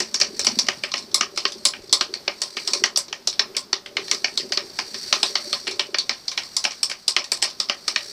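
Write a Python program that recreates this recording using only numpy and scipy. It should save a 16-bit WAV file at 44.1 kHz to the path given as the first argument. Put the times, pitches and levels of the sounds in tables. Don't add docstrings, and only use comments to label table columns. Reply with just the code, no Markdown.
import sys
import numpy as np
from scipy import signal
from scipy.fft import rfft, irfft
from scipy.io import wavfile
from scipy.ndimage import uniform_filter1d, minimum_filter1d

SR = 44100
rng = np.random.default_rng(int(sys.argv[2]) if len(sys.argv) > 2 else 0)


def put_to_file(sound):
    columns = np.atleast_2d(sound).T
    safe = np.clip(columns, -1, 1)
    whole_steps = np.round(safe * 32767)
    wavfile.write(sys.argv[1], SR, whole_steps.astype(np.int16))


def gain_from_db(level_db):
    decades = np.asarray(level_db, float) / 20
    return 10 ** decades


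N = 358082

# f/Hz, relative density level/dB
BACKGROUND_SPECTRUM = [(20, -12), (60, -11), (200, -3), (400, -6), (700, -7), (2900, -17), (5000, -6.5),
                       (7000, -21), (12000, -27.5), (14800, -22), (15200, -65)]
# f/Hz, nominal width/Hz, relative level/dB
SLIDEWAY_MODES = [(2080, 1800, -9), (4570, 930, 6.5), (5480, 450, 5), (7700, 1900, -7.5),
                  (13000, 1500, -19.5)]
# t/s, level/dB
HISS_LEVEL = [(0.12, -46.5), (0.56, -38), (1.0, -51), (1.58, -47), (2.24, -53), (2.64, -35.5), (2.8, -38),
              (2.95, -57), (3.93, -61), (4.06, -37), (4.45, -44.5), (4.73, -43), (5.06, -33), (5.49, -36),
              (5.9, -47), (6.07, -47), (6.7, -43), (7.29, -56), (8.08, -37)]
# t/s, f/Hz, level/dB
SQUEAL_GLIDE = [(1.46, 4480, -90), (1.5, 4450, -59), (1.62, 4240, -47), (1.65, 4300, -90)]
# f/Hz, width/Hz, relative level/dB
CASTING_MODES = [(50, 76, -29), (116, 53, -18), (227, 46, -9.5), (383.7, 55.6, 0.5), (583, 30, -7)]
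# t/s, level/dB, share of the deep modes/dB
RUMBLE_LEVEL = [(0.1, -47.5, 4), (0.56, -42.5, 10), (0.8, -50, 3), (1.1, -47, -0.5), (1.85, -44, 4.5),
                (2.22, -54, -4), (2.45, -49.5, -3), (2.8, -41.5, 1), (3.2, -50, -5), (3.55, -43.5, 0),
                (3.7, -55, 2), (3.95, -42.5, -4), (4.55, -42.5, 0), (5.05, -47, 3), (5.25, -40.5, -6),
                (6.0, -41.5, -10.5), (6.23, -65.5, 11), (7.3, -69, 15), (7.8, -52.5, 1), (8.08, -49, 1)]
# dull body/dB, bright edge/dB
CLACK_BLOWS = [(0.0022, -15.5, -5.5, -11), (0.1429, -14, -14, -14), (0.2004, -21, -10, -4.5),
               (0.213, -9, -7.5, -19), (0.3932, -15.5, -13.5, -5.5), (0.4461, -18, -12, -6),
               (0.4675, -11, -6, -13), (0.5882, -11, -16, -9.5), (0.6665, -28.5, -6, -24),
               (0.6852, -13.5, 1.5, -46), (0.8359, -20.5, -1.5, -11.5), (0.9173, -20, -20, -33),
               (0.9388, -17, 0, -41), (0.9586, -30, -11, -19), (0.97, -27, -21, -23),
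               (1.1147, -32.5, -22, -25), (1.1436, -7, -19, -3), (1.209, -10, -4, -31),
               (1.3602, -29, -18, -7), (1.375, -16.5, -7.5, -12), (1.4526, -12.5, -2, -54),
               (1.6522, -7.5, -16, -4), (1.735, -32.5, 6, -33), (1.8942, -30, -24, -25),
               (1.927, -4, -17, -5.5), (2.0093, -12.5, -5.5, -17.5), (2.1385, -20.5, -11, -18),
               (2.2783, -15.5, 1, -43), (2.417, -15, -15, -6), (2.568, -22, 0, -17), (2.675, -14, -15, -10),
               (2.7057, -30, -18, -10), (2.7339, -11, -17.5, -11), (2.8378, -12, -3, -17),
               (2.9594, -12.5, -23.5, -16), (2.973, -13, -15, -1.5), (3.0818, -32, -15, -30),
               (3.1271, -23, 3, -54), (3.2728, -12, -19, -9.5), (3.3936, -9.5, -6, -25),
               (3.548, -39, 1, -22), (3.5661, -12.5, -15.5, -7.5), (3.7293, -9, -10.5, -36),
               (3.8602, -29.5, -4.5, -20), (3.9679, -15, -3.5, -29), (4.0807, -26.5, -9, -28),
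               (4.1132, -12, -10, -12.5), (4.145, -23, -11, -12), (4.2437, -14, -0.5, -33),
               (4.375, -9.5, -22, -14), (4.3974, -29, -3, -14), (4.521, -16, -4, -34),
               (4.5324, -20, -19, -13.5), (4.573, -10.5, -10.5, -34), (4.7883, -14, -6.5, -23),
               (4.9426, -25.5, -3, -20), (5.1265, -5.5, -8, -24.5), (5.2296, -10, -10, -11.5),
               (5.261, -21, -20, -14), (5.354, -11, -6, -33), (5.5285, -13, -8.5, -15),
               (5.669, -23, -1, -37), (5.6759, -21.5, -1, -12), (5.794, -13.5, -2.5, -18.5),
               (5.9438, -16.5, -1, -45), (5.9848, -11.5, -17, -18), (6.0933, -10.5, -7, -22),
               (6.2799, -17, -22.5, -20), (6.315, -25.5, -7, -16), (6.3759, -17.5, -0.5, -19),
               (6.566, -10.5, -22, -9), (6.6403, -19.5, -9, -8), (6.6506, -12.5, -1, -36),
               (6.708, -29, -5.5, -24), (6.8299, -10.5, -20, -9), (6.8974, -25, -4.5, -4.5),
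               (6.914, -22.5, -1.5, -36), (7.0796, -11, -16, -5), (7.1643, -10, -3, -20),
               (7.2416, -26.5, -14, -11), (7.3179, -13, -13, -4), (7.419, -24.5, -14, -20),
               (7.4248, -12.5, -5, -5.5), (7.441, -17, -16, -15), (7.6001, -11, -17, -12),
               (7.687, -28, -9, -26), (7.6966, -13.5, -1, -34), (7.8792, -13, -11.5, -10.5),
               (7.9599, -16.5, 2, -37)]
# f/Hz, width/Hz, level/dB
STEEL_MODES = [(228, 65, -5), (387, 56.3, 2.5), (574, 44, 4), (812, 260, 0), (1054, 52.5, 6),
               (1225, 146, 3), (1575, 230, -6.5), (1874, 127, 0), (2113, 212, -1), (2343, 303, 1),
               (3002, 454, -0.5), (3483, 410, -7.5), (4204, 483, -1.5), (4535, 273, 2.5), (5030, 367, -1),
               (5300, 284, 1.5), (5688, 542, -3.5), (7560, 1380, 5.5), (8220, 950, 7), (9270, 1070, -3),
               (10090, 1240, -3), (12300, 3500, -18)]
# lowest f/Hz, highest f/Hz, ring-on t60/s
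CLACK_PARTS = [(3300, 6000, 0.16), (1500, 3300, 0.17), (6500, 16000, 0.14), (200, 1500, 0.22)]
# t/s, main part/(dB per octave), knock part/(dB per octave)
TRAVEL_LEAN = [(0, 20.5, -3.5), (1, 6, -0.5), (2, -2, 0.5), (3, 12.5, 0.5), (3.7, -4.5, 1), (4.5, 3.5, -2),
               (5.3, -8.5, 3), (6.1, -2, 0.5), (7, 8, 0.5), (8.1, 0.5, 1.5)]

DEEP_HZ = 300
FIRST_CONTACT_DB = 15.5
CHATTER_S, SCATTER_DB, FLUTTER_DB = 0.0027, 2.5, 1.5
KNOCK_DB, KNOCK_PER_DULL, KNOCK_DB_PER_S = -7, 0.69, -0.5
RING_ON_DB, RING_PER_BRIGHT, RING_PER_BLOW = -5.5, 0.13, -0.11
LOOSE_PER_S, LOOSE_AFTER_S, LOOSE_WITHIN_S = 2, 0.02, 0.05
LOOSE_DB, LOOSE_SPREAD_DB, LOOSE_DULL_DB, LOOSE_BRIGHT_DB = -31, 3.5, -14.5, -11


def ring(x, hz, width):
    return signal.lfilter(*signal.iirpeak(hz, hz / width, SR), x)


def unit(x):
    return x / np.sqrt(np.mean(x ** 2))


def walk(rate):
    hold = int(SR / rate)
    levels = np.repeat(rng.standard_normal(N // hold + 1), hold)
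    slewed = uniform_filter1d(uniform_filter1d(levels, hold), hold)
    return 1.56 * slewed[:N]


def curve(rows, at_s, column=1):
    columns = np.transpose(rows)
    return np.interp(at_s, columns[0], columns[column])


def background():
    f = np.fft.rfftfreq(N, 1 / SR)
    hz, db = np.transpose(BACKGROUND_SPECTRUM)
    shape = gain_from_db(np.interp(np.log(f + 1), np.log(hz), db))
    noise = irfft(rfft(rng.standard_normal(N)) * shape, N)
    return gain_from_db(-49.5) * unit(noise) * gain_from_db(1.26 * walk(5))


def hiss():
    grit = rng.standard_normal(N) * gain_from_db(2.3 * walk(250) + 0.27 * walk(53))
    out = np.zeros(N)
    for hz, nominal_width, db in SLIDEWAY_MODES:
        width = 1.06 * nominal_width
        out += gain_from_db(db) * ring(ring(grit, hz, width), hz, width)
    return unit(out)


def squeal():
    s, hz, db = np.transpose(SQUEAL_GLIDE)
    t = np.arange(N) / SR
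    pitch = np.interp(t, s, hz) * (1 + 0.004 * walk(60))
    phase = 2 * np.pi * np.cumsum(pitch) / SR
    level = gain_from_db(np.interp(t, s, db) + 2.0 * walk(80))
    return level * (np.sin(phase) + 0.29 * np.sin(2 * phase))


def rumble():
    out = np.zeros(N)
    for hz, width, db in CASTING_MODES:
        caught = rng.random(N) < 70 / SR
        thumps = caught * rng.standard_normal(N)
        rub = 0.014 * rng.standard_normal(N)
        force = (thumps + rub) * gain_from_db(3.0 * walk(11))
        if hz < DEEP_HZ:
            force = force * gain_from_db(curve(RUMBLE_LEVEL, np.arange(N) / SR, column=2))
        out += gain_from_db(db) * ring(ring(force, hz, 3 * width), hz, width)
    return unit(out)


def blows():
    count = int(LOOSE_PER_S * N / SR)
    loose = np.tile([LOOSE_AFTER_S, LOOSE_DB, LOOSE_DULL_DB, LOOSE_BRIGHT_DB], (count, 1))
    loose[:, 0] += rng.choice(np.transpose(CLACK_BLOWS)[0], count) + LOOSE_WITHIN_S * rng.random(count)
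    loose[:, 1] += LOOSE_SPREAD_DB * rng.standard_normal(count)
    rows = np.vstack([CLACK_BLOWS, loose])
    return rows[np.argsort(rows[:, 0])].T


def shake(at, blow_db, tail_db, t60):
    blow, tail = np.zeros(N), np.zeros(N)
    blow[at] = gain_from_db(blow_db) ** 2
    tail[at] = gain_from_db(blow_db + tail_db) ** 2
    t = np.arange(SR // 50) / SR
    chatter = np.minimum(t / 0.0001, 1) / (1 + (t / CHATTER_S) ** 6)
    chatter_power = np.abs(signal.oaconvolve(blow, chatter)[:N])
    fall = np.exp(-2 * np.log(1000) / (t60 * SR))
    flutter = gain_from_db(FLUTTER_DB * walk(300)) ** 2
    ring_on_power = signal.lfilter([1], [1, -fall], tail) * flutter
    return np.sqrt(chatter_power + ring_on_power)


def clacks():
    s, blow_db, dull_db, bright_db = blows()
    knock_db = KNOCK_DB + KNOCK_PER_DULL * dull_db + KNOCK_DB_PER_S * s
    tail_db = RING_ON_DB + RING_PER_BRIGHT * bright_db + RING_PER_BLOW * blow_db
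    at = (s * SR).astype(int)
    latest = np.maximum(np.searchsorted(at, np.arange(N), "right") - 1, 0)
    scatter_db = SCATTER_DB * rng.standard_normal((len(STEEL_MODES), len(at)))
    lean_column = {0: 1, 3: 2}
    out = np.zeros(N)
    for part, part_db in enumerate((0, dull_db, bright_db, knock_db)):
        lo, hi, t60 = CLACK_PARTS[part]
        force = shake(at, blow_db + part_db, tail_db, t60) * rng.standard_normal(N)
        force[at] += gain_from_db(blow_db + part_db + FIRST_CONTACT_DB)
        modes = [k for k, mode in enumerate(STEEL_MODES) if lo <= mode[0] < hi]
        passed = sum(gain_from_db(STEEL_MODES[k][2]) ** 2 * np.pi * STEEL_MODES[k][1] / SR for k in modes)
        for k in modes:
            hz, width, db = STEEL_MODES[k]
            gain_db = db + scatter_db[k]
            if part in lean_column:
                octaves = np.log2(hz / np.sqrt(lo * hi))
                gain_db = gain_db + curve(TRAVEL_LEAN, s, lean_column[part]) * octaves
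            if 950 < hz < 1150:
                gain_db = gain_db - 0.35 * dull_db - 3.5
            driven = force * gain_from_db(gain_db)[latest]
            wide = ring(driven, hz, min(4 * width, hz))
            mode_sound = ring(wide, hz, width) + 0.019 * wide
            out += (-1) ** k * mode_sound / np.sqrt(passed)
    return out


def scene():
    t = np.arange(N) / SR
    slideway = gain_from_db(curve(HISS_LEVEL, t)) * hiss()
    screw = gain_from_db(curve(RUMBLE_LEVEL, t)) * rumble()
    return (background() + slideway + squeal() + screw + clacks())[None]


def band_limit(x):
    return signal.sosfilt(signal.butter(12, 16370, fs=SR, output="sos"), x)


def record(dry):
    low_pass = signal.ellip(8, 0.2, 70, 16100, fs=SR, output="sos")
    x = signal.sosfilt(low_pass, dry)
    room_left = np.minimum(1, 0.97 / (np.abs(x) + 1e-9))
    gain = uniform_filter1d(minimum_filter1d(room_left, size=200), size=200)
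    return band_limit(x * gain)


dry = scene()
out = record(dry)
put_to_file(out)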